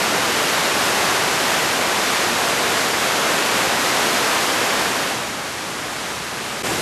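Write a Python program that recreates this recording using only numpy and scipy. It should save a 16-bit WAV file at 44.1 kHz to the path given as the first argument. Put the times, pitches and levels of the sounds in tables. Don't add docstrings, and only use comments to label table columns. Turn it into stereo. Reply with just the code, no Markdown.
import sys
import numpy as np
from scipy import signal
from scipy.fft import rfft, irfft, next_fast_len
from scipy.io import wavfile
from scipy.ndimage import uniform_filter1d

SR = 44100
rng = np.random.default_rng(int(sys.argv[2]) if len(sys.argv) > 2 else 0)


def ratio_of_db(decibels):
    return 10 ** (np.asarray(decibels, float) / 20)


def transcribe(u):
    v = np.clip(np.atleast_2d(u).T, -1, 1)
    q = np.round(v * 32767).astype(np.int16)
    wavfile.write(sys.argv[1], SR, q)


N = 300321

CUT_S = 6.628
BANDS_HZ = 25 * 2 ** np.arange(0, 9.6, 1 / 2)

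# f/Hz, wide level/dB, near standpoint level/dB
VIEW_COLOUR = [(30, 5, 2), (70, 2, 8), (140, -2.5, 2.5), (280, -6.5, 1), (600, -9, -4), (1200, -8, -6.5),
               (2500, -8.5, -4), (5000, -8.5, -5), (8950, -7.5, -1), (13000, -9.5, -4)]
# f/Hz, zoomed-in level/dB, wide level/dB, near level/dB
FLANK_LEVELS = [(40, -31, -14, -11), (111, -23.5, -20.5, -19), (200, -15.5, -18, -20), (398, -19, -14, -11),
                (690, -15, -9.5, -8), (1280, -13, -7.5, -6), (2500, -13.5, -5.5, -5), (7900, -5.5, -10, -7),
                (13000, 5, 0, -1)]


def waterfall(surge_db=0.57, gust_db=0.2, flicker_db=0.08):
    wide = zoom(np.arange(N) / SR)
    near = np.arange(N) > CUT_S * SR
    low_db, hiss_db = flow()
    surge = surge_db * walk(9) + gust_db * walk(24.91)
    ahead, flanks = 0, 0
    for hz, front, side in zip(BANDS_HZ, roar_bands(), roar_bands()):
        spray = np.clip(np.log2(hz / 500) / 3, 0, 1)
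        wide_db, near_db = at_hz(VIEW_COLOUR, hz)
        view_db = np.where(near, near_db, wide * wide_db)
        flow_db = low_db + spray * (hiss_db - low_db)
        db = view_db + flow_db + spray * (surge + flicker_db * walk(11))
        close_db, open_db, near_side_db = at_hz(FLANK_LEVELS, hz)
        side_db = np.where(near, near_side_db, close_db + wide * (open_db - close_db))
        ahead = ahead + ratio_of_db(db) * front
        flanks = flanks + ratio_of_db(db + side_db) * side
    close_lean, wide_lean, near_lean = 0.036, 0.083, 0.24
    lean = np.where(near, near_lean, close_lean + wide * (wide_lean - close_lean))
    return ahead, flanks - lean * ahead


# f/Hz, level/dB per Hz
FALL_SPECTRUM = [(18, -45), (30, -37), (65, -18), (120, -10.5), (217, -5), (345, -2.5), (766, -1),
                 (1570, -2.5), (3300, -7.5), (6990, -12.5), (9770, -18), (11400, -17.5), (12600, -20),
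                 (15500, -31)]


def roar_bands(roar_db=-18.5):
    size = next_fast_len(N)
    hz = np.maximum(np.arange(size // 2 + 1) * SR / size, 1)
    spectrum = rfft(rng.standard_normal(size)) * ratio_of_db(at_hz(FALL_SPECTRUM, hz)[0])
    spectrum *= ratio_of_db(roar_db) * size / np.sqrt(2 * np.sum(np.abs(spectrum) ** 2))
    place = np.interp(np.log(hz), np.log(BANDS_HZ), np.arange(len(BANDS_HZ)))
    for k in range(len(BANDS_HZ)):
        overlap = np.clip(1 - np.abs(place - k), 0, 1)
        yield irfft(spectrum * overlap, size)[:N]


def flow():
    low_db, low_heave_db = 1.44, .45
    hiss_db, hiss_heave_db = 0.67, .12
    heaves_per_s = 6
    swell_db, crest_s, swell_from_db = 6, .045, -3
    s = np.arange(N) / SR
    close = 1 - zoom(s)
    since = np.maximum(s - CUT_S, 0) / crest_s
    swell = swell_db * since * np.exp(1 - since) + (s > CUT_S) * swell_from_db * np.exp(-since)
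    low = close * low_db + low_heave_db * walk(heaves_per_s) + swell / 2
    return low, close * hiss_db + hiss_heave_db * walk(heaves_per_s)


def walk(rate):
    k = int(SR / rate)
    held = np.repeat(rng.standard_normal(N // k + 1), k)
    return 0.99 * uniform_filter1d(uniform_filter1d(held, k), k)[:N]


def zoom(s):
    rest, start_s, length_s = 0.12, 4.73, 0.81
    pull = np.clip((s - start_s) / length_s, 0, 1)
    return rest + (1 - rest) * pull ** 2 * (3 - 2 * pull)


def at_hz(table, hz):
    f, *columns = np.transpose(table)
    return [np.interp(np.log(hz), np.log(f), c) for c in columns]


# f/Hz, full thrift level/dB, no thrift level/dB
SURVIVAL_BAR = [(30, 3, -2), (150, 4, -1), (300, 4, -1), (700, 3, -2), (1250, 4, -2), (1400, 8.3, -1),
                (9500, 8.4, 0), (10500, 7, 1), (11400, 7, 2), (11700, 10, 6.5), (13300, 12, 9)]


def camcorder_thinning(mid, side):
    frame, grid = 2048, 440
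    shift = frame - grid
    window = np.sin(np.pi * (np.arange(2 * frame) + .5) / (2 * frame))
    padded = np.pad([mid, side], ((0, 0), (shift, 0)))
    hz, s, (m, d) = signal.stft(padded, SR, window, 2 * frame, frame)
    s = s - shift / SR
    wide, thrift = zoom(s), starving(s, hz)

    close_hz, wide_hz, near_hz, wander_hz, ragged_hz = 13300, 12850, 13250, 70, 240
    opened_hz = close_hz + np.clip(2 * wide - 1, 0, 1) * (wide_hz - close_hz)
    top_hz = np.where(s > CUT_S, near_hz, opened_hz)
    ragged = rng.standard_normal((frame // 4 + 1, len(s)))
    ragged = np.repeat(ragged, repeats=4, axis=0)[:len(hz)]
    limit_hz = top_hz + wander_hz * rng.standard_normal(len(s)) + ragged_hz * ragged
    keep_mid = 1. * (hz[:, None] < limit_hz)
    for t, f in blips():
        keep_mid[np.abs(hz - f) < 20, np.argmin(np.abs(s - t))] = ratio_of_db(5)

    tight_db, loose_db = (c[:, None] for c in at_hz(SURVIVAL_BAR, np.maximum(hz, 1)))
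    bar_db = loose_db + thrift * (tight_db - loose_db) + .5 * rng.standard_normal(len(s))
    power = uniform_filter1d(np.abs(d) ** 2, size=61, axis=0)
    usual = np.sqrt(uniform_filter1d(power, size=3, axis=1))
    keep_side = np.abs(d) > usual * ratio_of_db(bar_db)

    kept = np.array([m * keep_mid, d * keep_side])
    thinned = signal.istft(kept, SR, window, 2 * frame, frame)[1][:, shift:shift + N]
    return thinned[0], thinned[1] + patches(side)


# middle t/s, length t/s, thrift (0-1, may exceed 1)
THRIFT_SPELLS = [
    (5.56, .27, 1.2),
    (5.955, .12, 1.05),
    (6.24, .11, 1.2),
    (6.51, .04, .5),
]


def starving(s, hz):
    begins, complete = .15, .78
    ramp_s = .045
    spared_hz, spared_share = 3800, .72
    spells = 0
    for t, length, depth in THRIFT_SPELLS:
        spells = spells + depth * np.clip((length / 2 - np.abs(s - t)) / ramp_s + .5, 0, 1)
    zoomed_in = np.sqrt(np.clip((complete - zoom(s)) / (complete - begins), 0, 1))
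    return zoomed_in + spells * np.where(hz < spared_hz, spared_share, 1)[:, None]


def blips():
    count, top_share = 20, .35
    (from_s, to_s), (low_hz, top_hz) = (1, 5.25), (13900, 15260)
    when, where = rng.random((count, 2)).T
    height = np.minimum(where / (1 - top_share), 1)
    return zip(from_s + when * (to_s - from_s), low_hz + (top_hz - low_hz) * height)


# t/s, centre f/Hz
FLANK_PATCHES = [(.2, 7600), (.22, 10000), (1.75, 6000), (1.75, 10300), (1.75, 12500), (1.82, 5800),
                 (1.82, 11000), (1.87, 4900), (1.87, 6300), (1.87, 10300), (1.87, 12500), (2.5, 4700),
                 (2.5, 10300), (2.85, 1800), (3.15, 9000), (3.45, 4700), (3.61, 9000), (4.42, 5000)]


def patches(side, length_s=.04, width_hz=1300):
    out, size = np.zeros(N), int(length_s * SR)
    hz = np.arange(size // 2 + 1) * SR / size
    for t, centre in FLANK_PATCHES:
        start = int(t * SR) - size // 2
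        span = slice(start, start + size)
        band = np.abs(hz - centre) < width_hz / 2
        out[span] += np.hanning(size) * irfft(rfft(side[span]) * band, size)
    return out


def mute():
    start_s, hold_s, floor, fade_in_s = 6.6244, .0068, ratio_of_db(-20), .006
    s = np.arange(N) / SR - start_s
    back = 1 - np.exp(-np.maximum(s - hold_s, 0) / fade_in_s)
    return np.where(s < 0, 1, floor + (1 - floor) * back)


def scene():
    ahead, flanks = waterfall()
    return np.array([ahead + flanks, ahead - flanks])


def low_pass(x):
    return signal.sosfilt(signal.butter(12, 15290, fs=SR, output="sos"), x)


def record(dry):
    left, right = dry * mute()
    mid, side = camcorder_thinning((left + right) / 2, (left - right) / 2)
    return low_pass(np.array([mid + side, mid - side]))


dry = scene()
out = record(dry)
transcribe(out)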